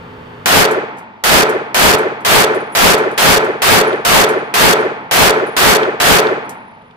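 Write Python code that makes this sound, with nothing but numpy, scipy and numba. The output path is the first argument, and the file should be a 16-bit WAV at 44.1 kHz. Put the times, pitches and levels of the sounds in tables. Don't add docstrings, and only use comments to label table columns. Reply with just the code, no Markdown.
import sys
import numpy as np
from scipy import signal
from scipy.fft import rfft, irfft
from scipy.io import wavfile
from scipy.ndimage import uniform_filter1d
from numba import njit

SR = 44100
rng = np.random.default_rng(int(sys.argv[2]) if len(sys.argv) > 2 else 0)


def pcm_store(signal):
    levels = np.round(np.clip(np.atleast_2d(signal), -1, 1) * 32767)
    wavfile.write(sys.argv[1], SR, levels.astype(np.int16).T)


N = 306936
LEFT_LAG = 10

# f/Hz, relative level/dB per Hz
AIR_SPECTRUM = [(15, -75.5), (25, -30), (108, -24.5), (195, -28), (242, -17), (394, -10.5), (427, -11.5),
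                (607, -17.5), (1130, -13.5), (3160, -26.5), (3520, -33), (5000, -41.5), (14800, -81.5),
                (16000, -69.5)]
# f/Hz, relative level/dB
FAN_TONES = [(108, -46), (165, -47), (242, -47.5), (427, -48), (500, -51.5), (888, -49), (3418, -73.5),
             (3585, -66), (4500, -69)]
AIR_DB, HUM_DB = -52.5, -52

# t/s, blast level/dB applied to the lane's response, mean break-up length/s
SHOTS = [(0.4586, 1.5, 0.2), (1.2384, 1.5, 0.2), (1.7445, 1.5, 0.21), (2.2488, 1.5, .2), (2.7505, 2, .202),
         (3.1775, 1.5, .206), (3.619, 2, 0.2), (4.0498, 2, 0.2), (4.5398, 2, .2), (5.1114, 2, 0.2),
         (5.5655, 2, .204), (6.0009, 2.5, 0.2)]
# f/Hz, level/dB at SETTLED_S before blast level and muting, t60/s,
# likeness of left and right (0-1)
LANE_BANDS = [(139.7, -39, 1.6, .9), (202.44, -33, 1.5, .9), (298.3, -28.5, 1.0, .9), (432, -31, 1.0, .85),
              (597.5, -22.5, .9, .7), (853.5, -23, 1.2, .6), (1144, -24, 1.0, .5), (1554, -20, .85, .5),
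              (2100, -24.5, 0.93, .3), (2921, -30, .75, .1), (3979, -34.5, .65, .05),
              (5527, -39, 0.53, .05), (7928, -43, .5, .05), (12008, -47.5, .4, .05)]
# f/Hz, amplitude/dB at SETTLED_S before blast level and muting, t60/s
BOOTH_MODES = [(539.1, -31, .7), (626.3, -30, .6), (703.4, -30, .6), (803, -33, .8), (869.3, -29, 1.5),
               (913.4, -34, 1.9), (937.6, -33, 1.3), (1016.6, -32, .7), (1155.8, -30.5, .6),
               (1366, -33, .6)]
# t/s after the shot, peak level/dB before blast level, f/Hz
ECHOES = [(0.051, -15, 714.7), (0.072, -11.5, 1278), (.116, -12.5, 893), (.156, -13.5, 1795),
          (0.229, -11.5, 1330), (0.258, -21, 622), (.291, -15.5, 1425), (0.307, -15.5, 610),
          (0.33, -13, 1800), (0.358, -20.5, 1400)]
# f/Hz, relative level/dB per Hz
FAR_SPECTRUM = [(120, -17), (200, -4), (500, -3), (880, 0), (1400, -5), (2300, -8), (3500, -19),
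                (6000, -34.5), (16000, -79)]
# f/Hz, relative level/dB
THROB_MODES = [(345, -8), (377, -0.5), (420, 0), (443, 0), (480, -6), (510, -9), (545, -5)]
SETTLED_S = .2
BOOM_TOP_HZ = 700
FAR_DB, FAR_T60_S = -33, 2.2
BOOTH_WAVER, THROB_WAVER = .008, .034
ECHO_CYCLES = 3.8
SCATTER_COUNT, SCATTER_DB, SCATTER_SPREAD_DB, SCATTER_T60_S = 60, -23, 3, .8
SCATTER_LO_HZ, SCATTER_HI_HZ = 1000, 2600
THROB_START_DB, THROB_TOP_DB = -33, -13.5
THROB_RISE_S, THROB_HOLD_S, THROB_T60_S = .19, .13, .42
ROUND_TRIP_S, RETURN_S, DIP_DEEPENS_DB_S = .058, .32, 69

# f/Hz, relative level/dB per Hz
RUMBLE_SPECTRUM = [(15, -6.5), (30, -3.5), (70, -6.5), (200, -0.5), (450, -4.5), (900, -14), (20000, -86)]
FIZZ_SPECTRUM = [(2500, -33), (4500, 3), (7000, 1), (10000, -1.5), (13500, -3.5), (16000, -6)]
DRIVE_DB, DRIVE_FALL_DB_S = 30, 92
BRIGHT_MUTE_DB, BRIGHT_BACK_S, BOOM_MUTE_DB, BOOM_BACK_S = -17, .17, -25, .23
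CREST_S = .11
RUMBLE_DB, RASP_DB, FIZZ_DB = (-26.5, -9.5, -20.5), (-12.5, -7, -15.5), (-15.5, -11.5, -15.5)
PATCH_DB = 1.5
LULL_FIRST_S, LULL_EVERY_S, LULL_LENGTH_S, LULL_SHRINK = .176, .011, .0068, .48
LULL_DB, LULL_SCATTER_S = -9.5, .0013

# t/s, crack level/dB at onset before its room tail,
# ring level/dB before mode levels and tumbling
CASES = [(0.7108, -29.5, -72), (0.9707, -52.5, -84), (0.9837, -46, -82), (1.0204, -65.5, -95.5),
         (1.494, -31.5, -45), (1.9839, -30.5, -60.5), (2.2059, -50, -66), (2.5466, -38.5, -39),
         (2.7217, -52, -39), (2.9806, -31, -53), (3.1128, -44, -50), (3.4451, -38.5, -52),
         (3.8694, -61, -42), (3.929, -51, -51), (4.2896, -28, -42.5), (4.7894, -49, -45.5),
         (5.464, -54, -38.5), (5.4949, -57, -57), (5.5164, -68, -51), (5.8294, -58, -74.5),
         (6.4453, -63, -57), (6.4936, -33, -48.5)]
# f/Hz, relative level/dB, t60/s
BRASS_MODES = [(9927, 0, .25), (9950, -4, .3), (9915, -11, 1.3), (13700, -14, .1)]
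CRACK_HZ, CRACK_WIDTH_HZ, CRACK_T60_S = 8450, 6700, .087
CRACK_ROOM_DB, CRACK_ROOM_T60_S = -15.5, .223

# t/s, noise level/dB before its decay
CLACKS = [(2.9694, -24), (3.9284, -26), (4.2894, -27), (5.831, -17), (6.2677, -19), (6.7716, -58),
          (6.8184, -54), (6.8578, -56), (6.9083, -47)]
CLACK_HZ, CLACK_T60_S = 3050, .04

QUIET_BOOST_DB, LOUD_DB, DUCK_S, RECOVER_S = 16, -16, .002, 4.
TOP_HZ = 15550


def undb(db):
    return 10 ** (np.asarray(db) / 20)


def level(x, db):
    return x * undb(db) / np.sqrt(np.mean(x ** 2))


def fade(t, t60):
    return (t >= 0) * np.exp(-np.log(1000) * np.maximum(t, 0) / t60)


def band(x, lo_hz, hi_hz):
    edges = [lo_hz, min(hi_hz, .45 * SR)]
    return signal.sosfilt(signal.butter(2, edges, "band", fs=SR, output="sos"), x)


def coloured(x, points):
    size, (hz, db) = x.shape[-1], np.transpose(points)
    f = np.maximum(np.arange(size // 2 + 1) * SR / size, 1)
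    gain = undb(np.interp(np.log(f), np.log(hz), db, left=-80))
    return irfft(rfft(x) * gain, size)


def pair(size, likeness):
    shared, left, right = rng.standard_normal((3, size))
    share = np.clip(likeness, 0, 1)
    common = np.array([np.roll(shared, LEFT_LAG), shared])
    return np.sqrt(share) * common + np.sqrt(1 - share) * np.array([left, right])


def add(out, s, sound):
    i = int(s * SR)
    out[:, i:i + sound.shape[-1]] += sound[..., :N - i]


def ventilation():
    t = np.arange(N) / SR
    late = t - np.array([[LEFT_LAG], [0]]) / SR
    rush = coloured(pair(N, .27), AIR_SPECTRUM)
    tones = 0
    for hz, db in FAN_TONES:
        waver = np.cumsum(rng.standard_normal(N)) * .05
        tones = tones + undb(db) * np.sin(2 * np.pi * hz * late + waver)
    return level(rush, AIR_DB) + level(tones, HUM_DB)


def throb(late):
    waves = 0
    for hz, db in THROB_MODES:
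        wander = THROB_WAVER * np.cumsum(pair(late.shape[1], .98), axis=1)
        phase = rng.uniform(0, 2 * np.pi) + wander
        waves = waves + undb(db) * np.exp(1j * (2 * np.pi * hz * late + phase))
    even = waves / (np.abs(waves) + .6)
    rise = np.clip(late / THROB_RISE_S, 0, 1)
    dying = np.maximum(late - THROB_RISE_S - THROB_HOLD_S, 0) * 60 / THROB_T60_S
    depth = DIP_DEEPENS_DB_S * np.clip(late - THROB_RISE_S / 2, 0, THROB_RISE_S + THROB_HOLD_S)
    dips = depth * np.sin(np.pi * (late - RETURN_S) / ROUND_TRIP_S) ** 2
    swell = undb(THROB_START_DB + (THROB_TOP_DB - THROB_START_DB) * rise - dying - dips)
    return band(level(even.real, 0) * swell, 260, 900)


def lesser_returns():
    when, pitch, size = rng.random((SCATTER_COUNT, 3)).T
    when = SETTLED_S * (1 + 2 * when)
    sinking = 60 * (when - SETTLED_S) / SCATTER_T60_S
    db = SCATTER_DB - SCATTER_SPREAD_DB * np.log(size) - sinking
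    hz = SCATTER_LO_HZ * (SCATTER_HI_HZ / SCATTER_LO_HZ) ** pitch
    return zip(when, db, hz)


def lane():
    t = np.arange(int(1.6 * SR)) / SR
    late = t - np.array([[LEFT_LAG], [0]]) / SR
    parts = np.zeros((3, 2, len(t)))
    for hz, db, t60, likeness in LANE_BANDS:
        lo, hi = hz / 1.25, hz * 1.25
        wash = band(band(pair(len(t), likeness), lo, hi), lo, hi)
        decay = fade(t, t60) / fade(SETTLED_S, t60)
        parts[int(hz < BOOM_TOP_HZ)] += level(wash, db) * decay
    for hz, db, t60 in BOOTH_MODES:
        phase = rng.uniform(0, 2 * np.pi) + BOOTH_WAVER * np.cumsum(pair(len(t), .9), axis=1)
        wave = undb(db) * np.sin(2 * np.pi * hz * late + phase)
        parts[int(hz < BOOM_TOP_HZ)] += wave * fade(t, t60) / fade(SETTLED_S, t60)
    far = level(coloured(pair(len(t), .5), FAR_SPECTRUM), FAR_DB)
    parts[0] += far * fade(t, FAR_T60_S) / fade(SETTLED_S, FAR_T60_S)
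    for s, db, hz in [*ECHOES, *lesser_returns()]:
        near = slice(int(s * SR) - 1000, int(s * SR) + 1000)
        cycles = (late[:, near] - s) * hz
        packet = np.exp(-(cycles / ECHO_CYCLES) ** 2) * np.sin(2 * np.pi * cycles)
        parts[2, :, near] += undb(db) * packet
    parts[2] += throb(late)
    return parts


def sputter(t, length):
    gate = 1. * (t < length + LULL_SCATTER_S * rng.standard_normal((2, 1)))
    for k, (early, late) in enumerate(LULL_SCATTER_S * rng.standard_normal((3, 2, 2, 1))):
        start = LULL_FIRST_S + k * LULL_EVERY_S
        end = start + LULL_LENGTH_S * LULL_SHRINK ** k
        gate[(t > start + early) & (t < end + late)] *= undb(LULL_DB)
    return uniform_filter1d(gate, size=24)


def breakup(room, length):
    t = np.arange(int(.23 * SR)) / SR
    drive = undb(DRIVE_DB - DRIVE_FALL_DB_S * t)
    bright = undb(BRIGHT_MUTE_DB * np.maximum(1 - t / BRIGHT_BACK_S, 0))
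    boom = undb(BOOM_MUTE_DB * np.maximum(1 - t / BOOM_BACK_S, 0))
    rumble, rasp, fizz = (undb(np.interp(t, [0, CREST_S, SETTLED_S], db))
                          for db in (RUMBLE_DB, RASP_DB, FIZZ_DB))
    out, head = room.sum(axis=0), room[:, :, :len(t)]
    swing = drive * head.sum(axis=0) * (1 + .1 * rng.standard_normal())
    shards = (swing + .15 * rng.standard_normal(swing.shape) + 1) % 2 - 1
    patches = undb(PATCH_DB * level(uniform_filter1d(rng.standard_normal(swing.shape), size=90), 0))
    grit = rumble * level(coloured(shards, RUMBLE_SPECTRUM), 0)
    grit += rasp * level(band(shards, 424, 3590), 0)
    grit += fizz * patches * level(coloured(shards, FIZZ_SPECTRUM), 0)
    clean = bright * head[0] + boom * head[1] + head[2]
    out[:, :len(t)] = clean + sputter(t, length) * grit
    return out


def shots():
    out, room = np.zeros((2, N)), lane()
    for s, db, length in SHOTS:
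        add(out, s, breakup(undb(db) * room, length))
    return out


def cases():
    out, t = np.zeros((2, N)), np.arange(int(.5 * SR)) / SR
    lo, hi = CRACK_HZ - CRACK_WIDTH_HZ / 2, CRACK_HZ + CRACK_WIDTH_HZ / 2
    for s, db, ring_db in CASES:
        hiss = level(band(pair(len(t), .55), lo, hi), 0)
        crack = hiss * (fade(t, CRACK_T60_S) + undb(CRACK_ROOM_DB) * fade(t, CRACK_ROOM_T60_S))
        ring = 0
        for hz, mode_db, t60 in BRASS_MODES:
            wave = np.sin(2 * np.pi * (hz * t + rng.random((2, 1))))
            ring = ring + undb(mode_db) * fade(t, t60) * wave
        tumble = undb(level(uniform_filter1d(rng.standard_normal(len(t)), size=700), 0) * 3)
        add(out, s, undb(db) * crack + undb(ring_db) * tumble * ring)
    return out


def clacks():
    out, t = np.zeros((2, N)), np.arange(int(.1 * SR)) / SR
    for s, db in CLACKS:
        knock = level(band(pair(len(t), .37), CLACK_HZ / 1.26, CLACK_HZ * 1.24), db)
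        add(out, s, knock * fade(t, CLACK_T60_S))
    return out


def scene():
    return ventilation() + shots() + cases() + clacks()


@njit
def duck(loud, fall, rise):
    out, g = np.empty(len(loud)), 1.
    for i in range(len(loud)):
        g += -g * fall if loud[i] else (1 - g) * rise
        out[i] = g
    return out


def record(dry):
    loud = uniform_filter1d(np.mean(dry ** 2, axis=0), size=200) > undb(2 * LOUD_DB)
    share = duck(loud, 1 / (DUCK_S * SR), 1 / (RECOVER_S * SR))
    boosted = dry * undb(QUIET_BOOST_DB * share)
    rounded = boosted / (1 + boosted ** 4) ** .25
    return signal.sosfilt(signal.ellip(10, .2, 60, TOP_HZ, fs=SR, output="sos"), rounded)


dry = scene()
out = record(dry)
pcm_store(out)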